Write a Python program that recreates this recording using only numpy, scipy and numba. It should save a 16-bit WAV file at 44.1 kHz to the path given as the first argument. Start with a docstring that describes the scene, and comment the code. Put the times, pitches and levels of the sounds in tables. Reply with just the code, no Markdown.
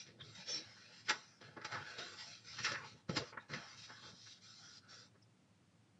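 """A quiet room, a cloth-covered table, the microphone close: a hand shifts and lifts sheets of drawing paper.
Sheet rubs on sheet, noise and tiny clicks making a fine hiss; rough sine tones make a few thin squeaks.
The paper buckles in bursts of small snaps, once sharply, and creases pop as falling chirps.
It flaps down on a cushion of air, a dying low tone; the hand rubs dully and edges scrape.
Filtered noise and two low resonances form the room rumble beneath it all."""
import sys
import numpy as np
from scipy import signal
from scipy.fft import rfft, irfft, next_fast_len
from scipy.io import wavfile
from scipy.ndimage import map_coordinates
from numba import njit

SR = 44100
rng = np.random.default_rng(int(sys.argv[2]) if len(sys.argv) > 2 else 0)


def generate_wav(signal):
    """Clip the signal to [-1, 1] and save it as 16-bit WAV at the path in sys.argv[1]."""
    frames = np.transpose(np.atleast_2d(signal))
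    scaled = np.clip(frames, -1, 1) * 32767
    pcm = np.round(scaled).astype(np.int16)
    wavfile.write(sys.argv[1], SR, pcm)


N = 264409
TIME = np.arange(N) / SR
CUTOFF_HZ = 10400  # steep treble cut over everything

# relative colour of a flapping sheet and of the dull hand rub: (frequency [Hz], density [dB per Hz])
FLAP_COLOUR = [(50, -37), (80, -6.5), (120, 4.5), (170, -5.5), (550, -5), (750, -7.5), (1500, -56)]
# the hand pushes a sheet along: (start [s], length [s], release [s], hiss at mid-push [dB],
# rustle at mid-push before its trim [dB], growth over the push [dB], centre of the hiss [Hz])
PUSHES = [(-0.02, 0.017, 0.021, -47.5, -57, 3.5, 5260), (0.21, 0.21, 0.02, -63.5, -66.5, -8, 4190),
          (0.326, 0.1, 0.036, -58.5, -59.5, -0.5, 3880), (0.457, 0.11, 0.04, -49, -55.5, -2.5, 4770),
          (0.519, 0.41, 0.013, -64.5, -63, -3, 5000), (0.901, 0.11, 0.037, -63.5, -67.5, 1, 5050),
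          (1.044, 0.047, 0.01, -55, -78, -7, 5260), (1.115, 0.28, 0.029, -66, -67, -20, 5540),
          (1.416, 0.12, 0.068, -69.5, -57, -13.5, 4300), (1.644, 0.23, 0.037, -63, -51, 4, 4570),
          (1.834, 0.21, 0.029, -59, -52, -1, 4090), (1.958, 0.2, 0.024, -56, -53, -6, 4160),
          (2.158, 0.19, 0.06, -54, -61.5, -8.5, 4800), (2.431, 0.26, 0.048, -53.5, -58.5, 9.5, 4510),
          (2.722, 0.13, 0.019, -67, -51, 0.5, 4720), (2.826, 0.11, 0.006, -60, -62, -9.5, 5110),
          (2.927, 0.085, 0.014, -72.5, -70, -7, 3160), (3.077, 0.23, 0.013, -60.5, -57.5, -5.5, 5730),
          (3.389, 0.041, 0.029, -71, -59.5, -7, 3980), (3.479, 0.27, 0.028, -59, -62, -6, 5260),
          (3.752, 0.099, 0.036, -54.5, -71.5, -1, 4200), (3.873, 0.13, 0.024, -63.5, -65.5, -2, 5050),
          (3.992, 0.11, 0.055, -59.5, -66, 1, 3880), (4.112, 0.22, 0.014, -61.5, -90, 11.5, 4470),
          (4.289, 0.096, 0.012, -66.5, -73.5, -1, 3540), (4.401, 0.18, 0.032, -60.5, -68.5, -4, 4400),
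          (4.563, 0.22, 0.0072, -59, -63.5, 1, 5090), (4.797, 0.093, 0.029, -77.5, -66.5, -2, 4830),
          (4.875, 0.19, 0.015, -61, -63, -11.5, 5310)]


def from_db(db):
    """Decibels to gain."""
    return 10 ** (np.asarray(db) / 20)


def rms_one(x):
    """Scale to unit power."""
    return x / np.sqrt(np.mean(x ** 2) + 1e-20)


def drift(rate):
    """Smooth chance with rms 1, changing about `rate` times a second."""
    knots = rng.standard_normal(8192)
    return rms_one(map_coordinates(knots, [TIME * rate], order=3, mode="wrap"))


def swell(s, rise, decay):
    """A motion builds up exponentially to time s and then dies away."""
    exponent = np.where(TIME < s, (TIME - s) / rise, (s - TIME) / decay)
    return np.exp(np.maximum(exponent, -40))


def colour(x, spectrum):
    """Causal (minimum-phase) filter that follows a spectrum table."""
    size = next_fast_len(N + 8192)
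    hz, db = np.transpose(spectrum)
    bins_hz = np.arange(size // 2 + 1) * SR / size
    log_gain = np.log(from_db(np.interp(np.log(bins_hz + 1), np.log(hz), db)))
    # folding the cepstrum onto positive time makes the filter minimum-phase
    cepstrum = irfft(log_gain, size)[:size // 2]
    cepstrum[1:] *= 2
    response = np.exp(rfft(cepstrum, size))
    return irfft(rfft(x, size) * response, size)[:N]


def resonate(x, hz, width):
    """Two-pole resonance with gain 1 on top."""
    r = np.exp(-np.pi * width / SR)
    feed = np.array([1, 0, -1]) * (1 - r * r) / 2
    return signal.lfilter(feed, [1, -2 * r * np.cos(2 * np.pi * hz / SR), r * r], x)


@njit
def two_pole(x, turn, r):
    """Resonator whose pitch (radians per sample) may change at every sample."""
    out = np.zeros(len(x))
    for i in range(2, len(x)):
        push = (1 - r * r) / 2 * (x[i] - x[i - 2])
        out[i] = push + 2 * r * np.cos(turn[i]) * out[i - 1] - r * r * out[i - 2]
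    return out


def glide(x, hz, width):
    """A resonance with a moving centre and gain 1 on top."""
    return two_pole(x, 2 * np.pi * hz / SR, np.exp(-np.pi * width / SR))


def slips(per_s, spread_db, smooth):
    """Fibres catch and let go: tiny clicks of uneven size over a smooth rub."""
    unevenness = np.minimum(rng.exponential(1, N), 4)
    sizes = from_db(spread_db * unevenness) * rng.choice([-1, 1], N)
    clicks = sizes * (rng.random(N) < per_s / SR)
    return rms_one(clicks) + smooth * rng.standard_normal(N)


def sheet(force, spectrum, bend_octaves=0.021, bend_rate=5):
    """A force on the paper heard through its broad colour and its drifting resonances; rms 1."""
    # resonances of the bowed sheet over the table: (pitch before bending [Hz], width [Hz], level [dB])
    sheet_modes = [(853, 50, -1.5), (1312, 18, -9), (1458, 32, -0.5), (1730, 33, -9.5), (1860, 54, 2.5),
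                   (2110, 12, -8), (3380, 57, -0.5)]
    bend = 2 ** (bend_octaves * drift(bend_rate))
    rings = sum(from_db(db) * glide(force, hz * bend, width) for hz, width, db in sheet_modes)
    return rms_one(colour(force + rings, spectrum))


def wander(x, patch_db, patch_rate, patch_width=260, emphasis=lambda hz, s: 0):
    """As the contact travels over the sheet, its resonances come and go in patches of time and pitch; rms 1."""
    hz, s, cells = signal.stft(x, SR, nperseg=512, noverlap=384)
    grid = np.meshgrid(hz / patch_width, s * patch_rate, indexing="ij")
    patches = map_coordinates(rng.standard_normal((256, 256)), grid, order=2, mode="wrap")
    cells = cells * from_db(patch_db * patches + emphasis(hz[:, None], s))
    return rms_one(signal.istft(cells, SR, nperseg=512, noverlap=384)[1][:N])


def background():
    """Steady noise of the room, and its low resonances stirred by more such noise into a wandering rumble."""
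    # relative colour of the room noise: (frequency [Hz], density [dB per Hz])
    room_noise = [(55, -22.5), (100, -2), (190, 0), (280, -5), (400, -12), (2000, -20.5), (5500, -25.5),
                  (9000, -30.5), (10500, -38)]
    # low resonances of the room: (pitch [Hz], width [Hz], rms level [dB])
    room_modes = [(109.5, 9.1, -74.5), (173.4, 16, -81.5)]
    out = from_db(-72) * rms_one(colour(rng.standard_normal(N), room_noise))
    stir = colour(rng.standard_normal(N), room_noise)
    for hz, width, db in room_modes:
        out += from_db(db) * rms_one(resonate(stir, hz, width))
    return out


def push_levels():
    """Hiss and rustle in dB: each push gets going, grows or fades while it lasts, and dies away."""
    attack_s = 0.038
    hiss_power = rustle_power = 1e-12
    for start, length, release, hiss_db, rustle_db, growth_db, _ in PUSHES:
        age = TIME - start
        held = from_db(growth_db * (np.clip(age / length, 0, 1) - 0.5))
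        shape = np.clip(age / attack_s, 0, 1) * held * swell(start + length, np.inf, release)
        hiss_power = hiss_power + (from_db(hiss_db) * shape) ** 2
        rustle_power = rustle_power + (from_db(rustle_db) * shape) ** 2
    return 10 * np.log10(hiss_power), 10 * np.log10(rustle_power)


def lie(s):
    """Flatness of the sheet and pitch of the air gap at times s."""
    # how the sheet lies as it slides: (time [s], flatness [0 lifted - 1 flat], pitch of the air gap [Hz])
    flatness = [(0, 0.36, 1460), (.3, 0.58, 1320), (0.421, 0.13, 1535), (1.199, 0.3, 1363),
                (1.9, 0.15, 1450), (2.35, 0.43, 1404), (2.7, 0.058, 1455), (3.65, 0.13, 1312),
                (3.87, 0.5, 1360), (3.959, 0.39, 1530), (4.15, 0.9, 1387), (5.1, 0.86, 1410)]
    times, flat, gap_hz = np.transpose(flatness)
    return np.clip(np.interp(s, times, flat), 0, 1), np.interp(s, times, gap_hz)


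def sag_cut(hz, s, depth_db=13, half_s=0.035, width_hz=850):
    """The sheet sags toward the table and a hollow sweeps through its hiss: the cut in dB."""
    # sagging sheets: (time [s], pitch of the hollow [Hz], glide [Hz per s])
    sags = [(1.35, 3230, -3000)]
    cut = 0
    for at, centre, slope in sags:
        since = s - at
        moving_hz = centre + slope * since
        cut = cut + np.exp(-(since / half_s) ** 2 - ((hz - moving_hz) / width_hz) ** 2)
    return depth_db * cut


def rub_emphasis(hz, s, focus_db=4.0, width_hz=850, thin_db=13.5, thin_hz=2400, thin_width=850):
    """In dB: a broad hump in the hiss glides from push to push, and a flat sheet hisses more thinly."""
    start, length, *_, push_hz = np.transpose(PUSHES)
    centre = np.interp(s, start + length / 2, push_hz)
    flat = lie(s)[0]
    hump = np.exp(-((hz - centre) / width_hz) ** 2)
    hollow = np.exp(-((hz - thin_hz) / thin_width) ** 2)
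    return focus_db * hump - thin_db * flat * hollow - sag_cut(hz, s)


def rustling(gap_width=330):
    """A bent sheet rustles broadly; lying flat, it rings in the thin air gap beneath it."""
    # relative colour of the rustle: (frequency [Hz], density [dB per Hz])
    rustle_colour = [(250, -55.5), (500, -0.5), (870, 1), (1130, 1), (1380, -2), (1700, -0.5), (2050, -4),
                     (2900, -5.5), (5000, -41.5)]
    flat, gap_hz = lie(TIME)
    force = slips(per_s=1200, spread_db=2.5, smooth=0.44)
    bent = wander(sheet(force, rustle_colour), patch_db=6.0, patch_rate=13, patch_width=190.0)
    gap = rms_one(glide(glide(force, gap_hz, gap_width), gap_hz, gap_width))
    return np.sqrt(1 - flat) * bent + np.sqrt(flat) * gap


def sliding(rustle_trim_db=-5.0, uneven_db=1.25, uneven_rate=50):
    """Steady rubbing: the sheet flutters, rustles where it bends and hisses where it drags."""
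    # relative colour of the hiss, with a steep treble cut above 7.5 kHz: (frequency [Hz], density [dB per Hz])
    hiss_colour = [(1200, -29.5), (2000, 2.5), (5500, 1.5), (6050, -0.5), (6500, -11), (7500, -3),
                   (7750, -25), (9500, -34.5)]
    hiss, rustle = push_levels()
    # flutter follows the rustle dB for dB: -72 dB where the untrimmed rustle is at -61.5 dB
    flutter = from_db(-72 + (rustle + 61.5))
    grip = uneven_db * drift(uneven_rate)  # friction is never quite even
    wobble = wander(colour(rng.standard_normal(N), FLAP_COLOUR), patch_db=10.0, patch_rate=10, patch_width=98)
    fibres = sheet(slips(per_s=4000, spread_db=0.5, smooth=0.53), hiss_colour)
    dragging = wander(fibres, patch_db=4.5, patch_rate=14, patch_width=150, emphasis=rub_emphasis)
    return (flutter * wobble
            + from_db(rustle + rustle_trim_db + grip) * rustling()
            + from_db(hiss + grip / 2) * dragging)


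def squeaking(trim_db=11.0, jitter_rate=260, rough_db=2.0):
    """Stick and slip at a paper edge: a narrow, rough whistle."""
    # squeaks: (time [s], rise [s], decay [s], pitch [Hz], pitch jitter [Hz], level before trim [dB])
    squeaks = [(0.004, 0.015, 0.019, 5730, 128, -64.5), (0.215, 0.0073, 0.0053, 3410, 248, -57),
               (0.496, 0.012, 0.013, 5510, 113.5, -53.5), (0.505, 0.014, 0.024, 6070, 166, -57.5),
               (0.544, 0.028, 0.025, 5440, 74.5, -52), (5.226, 0.0032, 0.0057, 5150, 320, -77.5)]
    out = np.zeros(N)
    for s, rise, decay, hz, jitter, db in squeaks:
        phase = 2 * np.pi * np.cumsum(hz + jitter * drift(jitter_rate)) / SR
        whistle = np.sin(phase) * from_db(rough_db * drift(jitter_rate))
        out += from_db(db + trim_db) * swell(s, rise, decay) * rms_one(whistle)
    return out


def buckling(flap_trim_db=-4.0, crisp_trim_db=-2.5):
    """Avalanches of small snaps: a tight bow rings higher and narrower, a hard snap reaches further up."""
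    # the sheet buckles or lands: (time [s], rise [s], decay [s], pitch of the bow [Hz],
    # flap level before trim [dB], body level [dB], crisp level before trim and treble cut [dB])
    buckles = [(.067, 0.0069, 0.041, 1860, -63.5, -64, -57), (0.212, 0.01, .0066, 1590, -71, -56.5, -59),
               (1.088, .0067, 0.0082, 1980, -51.5, -40.5, -43.5),
               (1.098, .0035, 0.0051, 1780, -48, -32.5, -27.5),
               (1.108, .002, 0.0045, 1300, -38.5, -31.5, -31.5),
               (1.125, .004, 0.034, 1260, -51, -48, -48.5), (1.415, .0057, 0.031, 1380, -56.5, -59.5, -57),
               (1.569, 0.0026, 0.021, 1130, -47.5, -49.5, -60.5),
               (1.617, 0.0032, 0.0096, 1600, -59, -50.5, -56), (1.652, 0.0042, .008, 1380, -45.5, -40, -39),
               (1.724, 0.0054, 0.0095, 1580, -57, -41, -44.5), (1.746, 0.0063, 0.033, 1380, -51, -42, -51),
               (1.987, 0.0033, 0.024, 1450, -46.5, -51.5, -44), (2.591, 0.008, 0.012, 1740, -84, -43, -44),
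               (2.648, 0.0053, 0.014, 1900, -52.5, -38, -33.5),
               (2.667, 0.0054, 0.036, 1650, -63, -40.5, -46), (2.721, 0.0054, 0.012, 1500, -43, -49.5, -42),
               (2.75, 0.0058, 0.022, 1790, -75, -40.5, -54), (3.096, 0.0036, 0.013, 1390, -38, -46.5, -46),
               (3.172, .0076, 0.012, 1310, -44, -40.5, -31), (3.222, 0.017, 0.027, 1050, -48.5, -57, -54),
               (3.329, .0033, 0.021, 1300, -51, -50, -86), (3.374, 0.0012, 0.0072, 1490, -48.5, -39, -69),
               (3.499, 0.0029, 0.15, 1470, -66, -53, -74), (3.538, 0.0045, .021, 1850, -49, -45, -45),
               (3.903, 0.0087, 0.014, 1000, -57, -53, -84), (4.032, 0.0052, 0.071, 950, -64, -60.5, -72),
               (4.271, .0067, 0.012, 1790, -78, -61.5, -58), (5.157, 0.0095, 0.012, 1300, -65.5, -72, -96)]
    # relative colour of the bowed sheet: (frequency [Hz], density [dB per Hz])
    body_colour = [(250, -15.5), (500, -4.5), (870, 12.5), (1400, 8), (2150, -0.5), (2700, -6),
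                   (3400, -6.5), (5000, -50.5)]
    # relative colour of the crisp part, with a steep treble cut above 7.5 kHz:
    # (frequency [Hz], density [dB per Hz])
    crisp_colour = [(1200, -27), (2000, 6), (3500, 6.5), (4800, 10), (5600, 8.5), (6050, 5.5), (6500, -5.5),
                    (7450, 7), (7750, -21), (9500, -35.5)]
    snaps = slips(per_s=4200, spread_db=1.5, smooth=0.22)
    # the whole sheet slaps the air: 340 Hz, 380 Hz wide
    flap = rms_one(resonate(colour(snaps, FLAP_COLOUR), 340, 380))
    body = sheet(snaps, body_colour)
    crisp = sheet(snaps, crisp_colour)
    out = np.zeros(N)
    for s, rise, decay, hz, flap_db, body_db, crisp_db in buckles:
        width = 1400 * (1500 / hz) ** 2  # 1400 Hz wide for a bow at 1500 Hz
        bow = rms_one(resonate(resonate(body, hz, width), hz, width))
        # treble reaches 6400 Hz at -45 dB and an octave more for every 40 dB
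        top_hz = min(6400 * 2 ** ((crisp_db + 45) / 40), CUTOFF_HZ)
        edge = signal.sosfilt(signal.butter(4, top_hz, fs=SR, output="sos"), crisp)
        burst = from_db(flap_db + flap_trim_db) * flap
        burst += from_db(body_db) * bow
        burst += from_db(crisp_db + crisp_trim_db) * edge
        out += swell(s, rise, decay) * burst
    return out


def bumping(rise_s=0.0069, decay_s=0.013, width_hz=127):
    """The hand shifts its weight: skin drags on paper over cloth, a low, rough resonance."""
    # dull rubs: (time [s], length [s], pitch [Hz], level [dB])
    bumps = [(0.082, 0.08, 145, -62.5), (0.183, 0.12, 134, -60.5), (0.527, 0.089, 282, -60.5),
             (1.443, 0.095, 172, -64.5), (1.726, 0.088, 130, -56.5), (2.6, 0.13, 148, -58),
             (2.75, 0.12, 135, -63), (2.927, 0.032, 125, -61.5), (3.103, 0.116, 152, -50.5),
             (3.128, 0.093, 432, -53.5), (3.5, 0.077, 153, -53.5), (4.021, 0.12, 139, -64)]
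    force = colour(slips(per_s=710, spread_db=2.0, smooth=0.76), FLAP_COLOUR)
    out = np.zeros(N)
    for s, length, hz, db in bumps:
        shape = swell(s, rise_s, np.inf) * swell(s + length, np.inf, decay_s)
        out += from_db(db) * shape * rms_one(resonate(force, hz, width_hz))
    return out


def puffing(rise_s=0.0063):
    """Air is pushed out from under a sheet, which bounces on it: a low tone that dies away."""
    # puffs: (time [s], pitch [Hz], decay [s], level before rise and decay [dB])
    puffs = [(0.378, 184, 0.021, -49), (3.092, 167, 0.0052, -19), (3.167, 308, 0.0065, -22.5),
             (3.519, 136, 0.021, -38)]
    out = np.zeros(N)
    for s, hz, decay, db in puffs:
        age = np.maximum(TIME - s, 0)
        shape = (1 - np.exp(-age / rise_s)) * np.exp(-age / decay)
        out += from_db(db) * shape * np.sin(2 * np.pi * hz * age)
    return out


def popping(rise_s=0.00083, decay_s=0.0015, lead_s=0.00065):
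    """A crease pops in a very short falling chirp, since high bending waves cross the sheet first."""
    # single creases: (time [s], pitch the chirp falls to [Hz], level before rise and decay [dB])
    creases = [(1.101, 1360, -13.5), (1.111, 1260, -22), (2.666, 1750, -30), (2.683, 1580, -31),
               (2.756, 1750, -28), (3.178, 1016, -26.5), (3.537, 1730, -26.5)]
    out = np.zeros(N)
    for s, hz, db in creases:
        age = np.clip(TIME - s, 0, 0.5)
        # the chirp starts an octave high
        phase = 2 * np.pi * hz * (age + lead_s * (1 - np.exp(-age / lead_s)))
        shape = (1 - np.exp(-age / rise_s)) * np.exp(-age / decay_s)
        out += from_db(db) * shape * np.sin(phase)
    return out


def scraping(width_hz=380, fade_s=0.0055):
    """An edge drags over fibres, which ring the short stretch of paper next to it."""
    # brief narrow-band scrapes: (time [s], length [s], pitch [Hz], level [dB])
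    scrapes = [(1.21, 0.18, 5320, -78), (2.641, 0.0084, 5590, -40.5), (3.398, 0.03, 3720, -72),
               (3.922, 0.085, 1600, -65.5)]
    force = rng.standard_normal(N)
    out = np.zeros(N)
    for s, length, hz, db in scrapes:
        shape = swell(s, fade_s, np.inf) * swell(s + length, np.inf, fade_s)
        out += from_db(db) * shape * rms_one(resonate(resonate(force, hz, width_hz), hz, width_hz))
    return out


def over_table(x):
    """Reflection from the table top cancels narrow bands of the direct sound."""
    # hollows: (pitch [Hz], width [Hz], depth [0-1])
    hollows = [(744, 120, 0.92), (2572, 69, 0.6), (2994, 81, 0.9), (3524, 63, 0.4), (4393, 80, 1),
               (7213, 450, 0.6)]
    for hz, width, depth in hollows:
        x = x - np.clip(depth, 0, 1) * resonate(x, hz, width)
    return x


def room(x, t60=0.11, tail_db=-5.5, build_up_s=0.00089):
    """A few near reflections and a short diffuse tail of decaying noise around the direct sound."""
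    # near reflections from the table and things on it: (delay [s], gain [ratio])
    echoes = [(0.00235, 0.1), (0.00461, 0.15)]
    age = TIME[:SR // 2]
    response = rng.standard_normal(len(age)) * from_db(-60 * age / t60) * (1 - np.exp(-age / build_up_s))
    response *= from_db(tail_db) / np.sqrt(np.sum(response ** 2))
    response[0] = 1  # direct sound
    for delay, gain in echoes:
        response[int(delay * SR)] += gain
    return signal.fftconvolve(x, response)[:N]


def scene():
    """Paper on the table, close to the microphone, in a small quiet room."""
    paper = over_table(sliding() + scraping() + bumping() + buckling() + popping() + squeaking())
    return (room(paper) + puffing() + background())[None]


def record(dry, low_cut_hz=72):
    """The microphone drops the deep bass; the top is cut steeply."""
    thin = signal.sosfilt(signal.butter(4, low_cut_hz, "high", fs=SR, output="sos"), dry)
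    return signal.sosfilt(signal.ellip(10, 0.1, 80, CUTOFF_HZ, fs=SR, output="sos"), thin)


dry = scene()
out = record(dry)
generate_wav(out)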